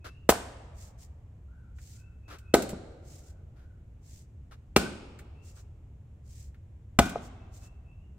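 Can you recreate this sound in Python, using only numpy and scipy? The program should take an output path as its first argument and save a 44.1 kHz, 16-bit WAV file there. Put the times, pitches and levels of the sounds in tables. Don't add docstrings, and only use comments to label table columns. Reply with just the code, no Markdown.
import sys
import numpy as np
from scipy import signal
from scipy.fft import rfft, irfft, next_fast_len
from scipy.io import wavfile
from scipy.ndimage import uniform_filter1d

SR = 44100
rng = np.random.default_rng(int(sys.argv[2]) if len(sys.argv) > 2 else 0)


def bounce(signal):
    frames = np.transpose(np.atleast_2d(signal))
    limited = np.clip(frames, -1, 1)
    pcm = np.round(limited * 32767).astype(np.int16)
    wavfile.write(sys.argv[1], SR, pcm)


N = 360738


def amp(db):
    return 10 ** (np.asarray(db) / 20)


def unit(x):
    return x / np.sqrt(np.mean(x ** 2) + 1e-20)


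def along(points, hz):
    f, v = np.transpose(points)
    return np.interp(np.log(hz + 1), np.log(f + 1), v)


def clock(length):
    return np.arange(int(length * SR)) / SR


def add(track, s, x):
    i = max(round(s * SR), 0)
    track[..., i:i + x.shape[-1]] += x[..., :track.shape[-1] - i]


def filtered(x, response):
    m = next_fast_len(x.shape[-1] + SR // 10)
    return irfft(rfft(x, m) * response(np.fft.rfftfreq(m, 1 / SR)), m)[..., :x.shape[-1]]


def noise(spectrum, shape, grain_db=0):
    x = rng.standard_normal(shape) * amp(grain_db * rng.standard_normal(shape))
    return unit(filtered(x, lambda hz: amp(along(spectrum, hz))))


def burst(spectrum, t, apart, grain_db):
    common, own = noise(spectrum, (2, len(t)), grain_db)
    return unit(np.array([common + apart * own, common - apart * own]))


def ring(modes, t, scatter_db=0):
    return sum((-1) ** k * amp(db + scatter_db * rng.standard_normal() - 60 * t / t60)
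               * np.sin(2 * np.pi * hz * t) for k, (hz, db, t60) in enumerate(modes))


def jolt(t, hz, width):
    return np.sin(2 * np.pi * hz * t) * np.exp(-(t / width) ** 2 / 2)


# f/Hz, likeness (1 = the same)
LIKENESS = [(100, 1), (350, 0.86), (700, 0.43), (1400, 0.21), (3500, 0), (12000, 0.6)]
def diffuse(pair):
    alike = lambda hz: np.clip(along(LIKENESS, hz), -1, 1)
    mid, side = filtered(pair, lambda hz: np.sqrt([(1 + alike(hz)) / 2, (1 - alike(hz)) / 2]))
    return np.array([mid + side, mid - side])


# f/Hz, level/dB
TRAFFIC_COLOUR = [(20, -20), (70, -2), (116, -9.5), (180, -22), (333, -32), (620, -39), (1300, -49.5),
                  (2680, -53), (4680, -65), (7310, -59), (9130, -68), (15500, -72)]
def traffic(level_db=-48):
    return amp(level_db) * unit(diffuse(noise(TRAFFIC_COLOUR, (2, N))))


# f/Hz, level/dB, fade time/s
ECHO_BANDS = [(60, -5, 2.5), (203, 5.5, 1.9), (510, -4.5, 4.5), (770, -1, 4.5), (1570, -1, 2.7),
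              (2216, -1.5, 3.1), (4000, 1, 1.8), (8200, 1, 1.2), (14700, 0, 0.31)]
def forest(clearing_s=0.042, thinning=0.98, rise_s=0.012):
    hz, t, hiss = signal.stft(rng.standard_normal((2, int(1.6 * SR))), SR, nperseg=256)
    bands = np.array(ECHO_BANDS)
    fade = amp(along(bands[:, :2], hz)[:, None] - 60 * t / along(bands[:, ::2], hz)[:, None])
    spread = (1 - np.exp(-t / rise_s)) / np.hypot(1, (t / clearing_s) ** 2) ** (thinning / 2)
    tail = diffuse(signal.istft(hiss * fade * spread, SR, nperseg=256)[1])
    return tail / np.linalg.norm(tail[0])


def echoes(x):
    return signal.fftconvolve(x[None], forest(), axes=1)[:, :N]


# t/s, f/Hz, level/dB
FROG_PEEPS = [(0, 2630, -62), (0.101, 2764, -66), (1.96, 2600, -68.5), (2.21, 2620, -66), (2.42, 2600, -64),
              (5.331, 2680, -67.5), (7.34, 2604, -70), (7.589, 2667, -67.5), (7.83, 2650, -68),
              (7.96, 2790, -75)]
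def frogs(rise=0.053, unsteadiness=0.014):
    out, t = np.zeros(N), clock(0.11)
    for s, hz, db in FROG_PEEPS:
        waver = unit(uniform_filter1d(rng.standard_normal(len(t)), size=300))
        glide = hz * (1 + rise * (t / t[-1] - .5) + unsteadiness * waver)
        tone = np.sin(2 * np.pi * np.cumsum(glide) / SR)
        add(out, s, amp(db) * unit(np.hanning(len(t)) ** .5 * tone))
    return out


# t/s, level/dB
CROW_CAWS = [(1.475, -66.5), (1.915, -70.5), (2.26, -66), (3.2, -74), (3.55, -71.5)]
def crow():
    out, t = np.zeros(N), clock(0.19)
    arch = np.sin(np.pi * (t / t[-1]) ** 0.84)
    throat = np.sin(2 * np.pi * np.cumsum(1270 + 260 * arch) / SR)
    fade = signal.windows.tukey(len(t), .15) * amp(-20 * t)
    for s, db in CROW_CAWS:
        rasp = 1 + .6 * noise([(100, 6.5), (200, -8.5), (500, -32.5)], len(t))
        add(out, s, amp(db) * unit(fade * throat * rasp))
    return out


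# f/Hz, left over right/dB
BALANCE = [(500, 0.5), (2000, 2.5), (8000, -1.5), (12000, 2.5)]
def from_block(x, lag_s=6.5e-5):
    side = np.array([[-1], [1]])
    delay = lambda hz: np.exp(1j * np.pi * hz * lag_s * side)
    return filtered(x, lambda hz: delay(hz) * amp(-side * along(BALANCE, hz) / 2))


def impact(x, echo_db=-14.5, bass_db=0, blur=0.086):
    energy = np.cumsum(np.abs(rfft(x[0])) ** 2)
    below = lambda hz: np.interp(hz * x.shape[1] / SR, np.arange(len(energy)), energy)

    def colour(hz):
        half_band = blur * hz + 20
        band_energy = np.abs(below(hz + half_band) - below(hz - half_band))
        bass = amp(bass_db / (1 + (hz / 550) ** 4))
        return np.sqrt(band_energy * SR / (2 * half_band * x.shape[1])) * bass

    heard = amp(echo_db) * filtered(forest(), colour)
    add(heard, 0, from_block(x))
    return heard


# t/s, length/s, level/dB
JACKET_SWISHES = [(0.043, 0.063, -44.5), (2.279, .04, -52.5), (2.299, 0.085, -47), (3.557, 0.13, -67.5),
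                  (4.51, 0.054, -54.5), (5.565, 0.064, -63), (7.612, 0.086, -65.5)]
# f/Hz, level/dB
CLOTH_COLOUR = [(180, -34.5), (300, -0.5), (922, -7), (1400, 0.5), (2000, -10), (5000, -15.5),
                (15500, -30.5)]
def jacket():
    out = np.zeros((2, N))
    for s, length, db in JACKET_SWISHES:
        t = clock(length)
        speed = np.sin(np.pi * (t / length) ** .5)
        add(out, s, amp(db) * speed * burst(CLOTH_COLOUR, t, apart=0.62, grain_db=6.0))
    return out


# t/s, level/dB
HANDLE_TAPS = [(1.785, -56.5), (5.192, -50.5), (6.545, -62.5)]
# f/Hz, level/dB
TAP_COLOUR = [(400, -22.5), (900, -10), (1300, -1.5), (2000, 0), (3000, -8.5), (6000, -23), (15000, -25.5)]
def handle():
    out, t = np.zeros((2, N)), clock(0.036)
    for s, db in HANDLE_TAPS:
        add(out, s, amp(db - 60 * t / .08) * burst(TAP_COLOUR, t, apart=0.37, grain_db=0))
    return out


# t/s, length/s, level at full speed/dB
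GLOVE_SLIDES = [(0.734, 0.2, -56.5), (0.97, 0.11, -58), (1.736, .32, -58.5), (3.015, .24, -57.5),
                (3.191, 0.16, -63), (4.002, .27, -60), (5.413, 0.14, -60.5), (5.524, 0.12, -60.5),
                (6.224, 0.3, -59.5), (7.2, 0.1, -59.5), (7.507, 0.11, -60), (7.586, 0.11, -59)]
# f/Hz, level/dB
GLOVE_COLOUR = [(1060, -39.5), (1800, -11.5), (3200, -12.5), (7400, -1), (10700, -16.5), (15000, -14.5)]
def glove(stick_db=1.5, friction_power=1.5):
    out = np.zeros((2, N))
    for s, length, db in GLOVE_SLIDES:
        t = clock(length)
        speed = np.sin(np.pi * t / length)
        catches = stick_db * noise([(20, 0), (80, -3.0), (300, -33), (2000, -76)], len(t))
        rub = burst(GLOVE_COLOUR, t, apart=0.99, grain_db=4.5)
        add(out, s, amp(db + catches) * speed ** friction_power * rub)
    return out


# f/Hz, level/dB
FIBRE_COLOUR = [(400, -12.5), (2300, -1), (5000, -4), (8000, 3), (11000, -10), (15000, -7)]
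def fibre_noise(t, apart, grain_db, treble_db=0):
    treble = [(hz, db + treble_db) for hz, db in FIBRE_COLOUR[-2:]]
    return burst(FIBRE_COLOUR[:-2] + treble, t, apart, grain_db)


# t/s, level/dB
CHIP_FALLS = [(2.385, -49.5), (2.6215, -30.5), (2.6912, -35.5), (2.703, -42.5), (5.189, -48),
              (7.056, -34.5), (7.0937, -36)]
def chips():
    out, t = np.zeros((2, N)), clock(0.036)
    for s, db in CHIP_FALLS:
        add(out, s, amp(db - 5 - 60 * t / 0.087) * fibre_noise(t, apart=.6, grain_db=6.5))
    return out


# f/Hz, level/dB
SPRAY_COLOUR = [(800, -19.5), (2500, -3.5), (8000, -1.5), (15000, -3.5)]
def splinters(blow_times, spray_db=-39, spray_t60=0.22, snap_db=-33, snap_hz=3880, snaps=40):
    out, t, brief = np.zeros((2, N)), clock(0.56), clock(.01)
    for s in blow_times:
        spray = burst(SPRAY_COLOUR, t, apart=0.83, grain_db=6.5)
        add(out, s, amp(spray_db - 60 * t / spray_t60) * spray)
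        for chance, pitch, smallness in rng.random((snaps, 3)):
            late = -np.log(1 - .9 * chance)
            snap = np.sin(2 * np.pi * snap_hz * 2 ** (2 * pitch - 1) * brief) * amp(-60 * brief / .004)
            add(out, s + 0.1 * late, amp(snap_db - 6 * late - 10 * smallness) * snap)
    return from_block(out)


# f/Hz, level/dB, fade time/s
LOG_MODES = [(124, -18.5, .09), (208, -6.5, 0.056), (301, -14, 0.029), (400, -8, .07), (440, -7, 0.06),
             (577, -9.5, .05), (695, -10.5, 0.12), (817, -9.5, 0.073), (1032, -11, 0.044),
             (1259, -11, 0.08), (1506, -11.5, 0.087), (2330, -15.5, .05), (2800, -18.5, 0.029),
             (3404, -20, 0.054)]
def log_ring(t, boost_db, fade_scale=1, scatter_db=0):
    return ring([(hz, db + boost_db(hz), t60 * fade_scale) for hz, db, t60 in LOG_MODES], t, scatter_db)


# t/s, level/dB, centre f/Hz, spread/octaves
LOG_KNOCKS = [(0.3225, -16.5, 682, .8), (2.5485, -7.5, 680, .25), (2.566, -12.5, 560, 0.4),
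              (2.7326, -20, 230, .5), (4.7695, -11, 450, .4), (6.9965, -10.5, 490, .7),
              (7.1561, -20, 560.3, 0.74)]
def knocks():
    out, t = np.zeros((2, N)), clock(.15)
    for s, db, centre, spread in LOG_KNOCKS:
        near_centre = lambda hz: -20 * np.log10(1 + (np.log2(hz / centre) / spread) ** 2)
        knock = amp(db + 5) * log_ring(t, near_centre, fade_scale=0.48, scatter_db=2.5)
        add(out, s, impact(knock * np.ones((2, 1))))
    return out


# t/s, length/s, f/Hz, level/dB
BLADE_SQUEAKS = [(4.845, 0.039, 1527, -43.5)]
def squeak():
    out = np.zeros((2, N))
    for s, length, hz, db in BLADE_SQUEAKS:
        t = clock(length)
        tone = unit(np.hanning(len(t)) * np.sin(2 * np.pi * hz * t))
        add(out, s, impact(amp(db) * tone * np.ones((2, 1))))
    return out


# f/Hz, level/dB, fade time/s
STEEL_MODES = [(1472, -6.5, 0.42), (1540, -3.5, 0.36), (2440, -17, 0.45), (2540, -13.5, 0.23),
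               (3700, -20, 0.33)]
def steel_ring(t, upper_db, pitch_sag=0.065, grip_s=0.05, rise_s=0.03):
    slowed = t - pitch_sag * grip_s * (1 - np.exp(-t / grip_s))
    tones = ring(STEEL_MODES[:2], slowed) + amp(upper_db) * ring(STEEL_MODES[2:], slowed)
    return (1 - np.exp(-t / rise_s)) * tones


# f/Hz, level/dB
CRACK_COLOUR = [(200, -6.5), (700, 5), (1600, 1.5), (4000, -8), (9000, -20), (15000, -22)]
def edge_crack(t, level_db=-12, t60=0.048, rise_s=0.002):
    loudness = amp(level_db - 60 * t / t60) * (1 - np.exp(-t / rise_s))
    return loudness * burst(CRACK_COLOUR, t, apart=0.18, grain_db=3.5)


# t/s, level/dB
GRAIN_SNAPS = [(0.2925, -12), (2.5419, -8.5), (4.7641, -9), (6.989, -13.5), (6.9913, -11)]
# f/Hz, level/dB
SNAP_COLOUR = [(400, -5), (1400, 5), (3500, -3), (8000, -4), (11000, -16.5)]
def grain_snaps(t, blow_s, t60=0.0072):
    out = np.zeros((2, len(t)))
    for s, db in GRAIN_SNAPS:
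        if 0 <= s - blow_s < t[-1]:
            add(out, s - blow_s, amp(db - 60 * t / t60) * burst(SNAP_COLOUR, t, apart=0.34, grain_db=1))
    return out


SPOT_PITCHES = (220, 420, 560, 720, 1050, 1400, 2340, 3000)
SPOT_LEVELS = [(-4.5, -1, 2.5, 2.5, -1.5, -5.5, -7.5, -3.5), (-13, 1.5, -2, -7, -8.5, 0, -5.5, 0),
               (1.5, 0, -8.5, -10.5, -2.5, -2.5, 5, -2.5), (2.5, -3.5, -2.5, -0.5, -0.5, 0, -3.5, -3.5)]
# t/s, jerk level/dB, jerk f/Hz, time until the head stops/s, ground thud/dB, steel/dB,
# its upper tones/dB, time until the wood gives/s, tearing/dB, its fade time/s, its treble/dB,
# echo/dB, echo bass/dB
AXE_BLOWS = [(0.2902, -2.5, 431, 0.0028, -29, -33.5, 0, .0105, -17.5, 0.062, 3.5, -13, -6.5),
             (2.539, -1, 429.4, 0.003, -31, -35, -2, .0100, -27, .06, 0.5, -12, 1.5),
             (4.7619, -6, 382, .0034, -29.5, -28.5, -2, 0.0057, -22.5, .06, -1, -13, 2.5),
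             (6.9881, -6, 200.8, 0.0037, -22, -26, 3.5, 0.0075, -20, .02, -6, -15, 2)]
def axe():
    out, t = np.zeros((2, N)), clock(.4)
    for blow, spot in zip(AXE_BLOWS, SPOT_LEVELS):
        s, jerk_db, jerk_hz, stop_s, thud_db, steel_db, upper_db = blow[:7]
        give_s, tear_db, tear_t60, treble_db, echo_db, bass_db = blow[7:]
        spot_colour = list(zip(SPOT_PITCHES, spot))
        wood = amp(-9) * log_ring(t, lambda hz: along(spot_colour, hz))
        jerk = amp(jerk_db) * jolt(t - stop_s, hz=jerk_hz, width=0.4 / jerk_hz)
        thud = amp(thud_db + 2) * jolt(t - .024, hz=65, width=0.011)
        steel = amp(steel_db) * steel_ring(t, upper_db)
        crack = edge_crack(t)
        swell_db = np.where(t < give_s, -5 * (1.5 - t / give_s), -60 * (t - give_s) / tear_t60)
        tear = amp(tear_db + swell_db) * fibre_noise(t, apart=0.49, grain_db=4.5, treble_db=treble_db)
        hit = wood + jerk + thud + steel + crack + tear + grain_snaps(t, s)
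        add(out, s, impact(hit, echo_db, bass_db))
    return out


def scene():
    chopping = axe() + squeak() + splinters([blow[0] for blow in AXE_BLOWS]) + knocks()
    small = chips() + handle() + glove() + jacket()
    nearby = from_block(small) + amp(-19.5) * echoes(small[0])
    calls = frogs() + crow()
    animals = amp(-12.5) * calls + amp(-5.5) * echoes(calls)
    return chopping + nearby + animals + traffic()


def record(dry, ceiling=0.99, hardness=4, top_hz=15800):
    rounded = dry / (1 + np.abs(dry / ceiling) ** hardness) ** (1 / hardness)
    return filtered(rounded, lambda hz: 1 / (1 + (hz / top_hz) ** 100))


dry = scene()
out = record(dry)
bounce(out)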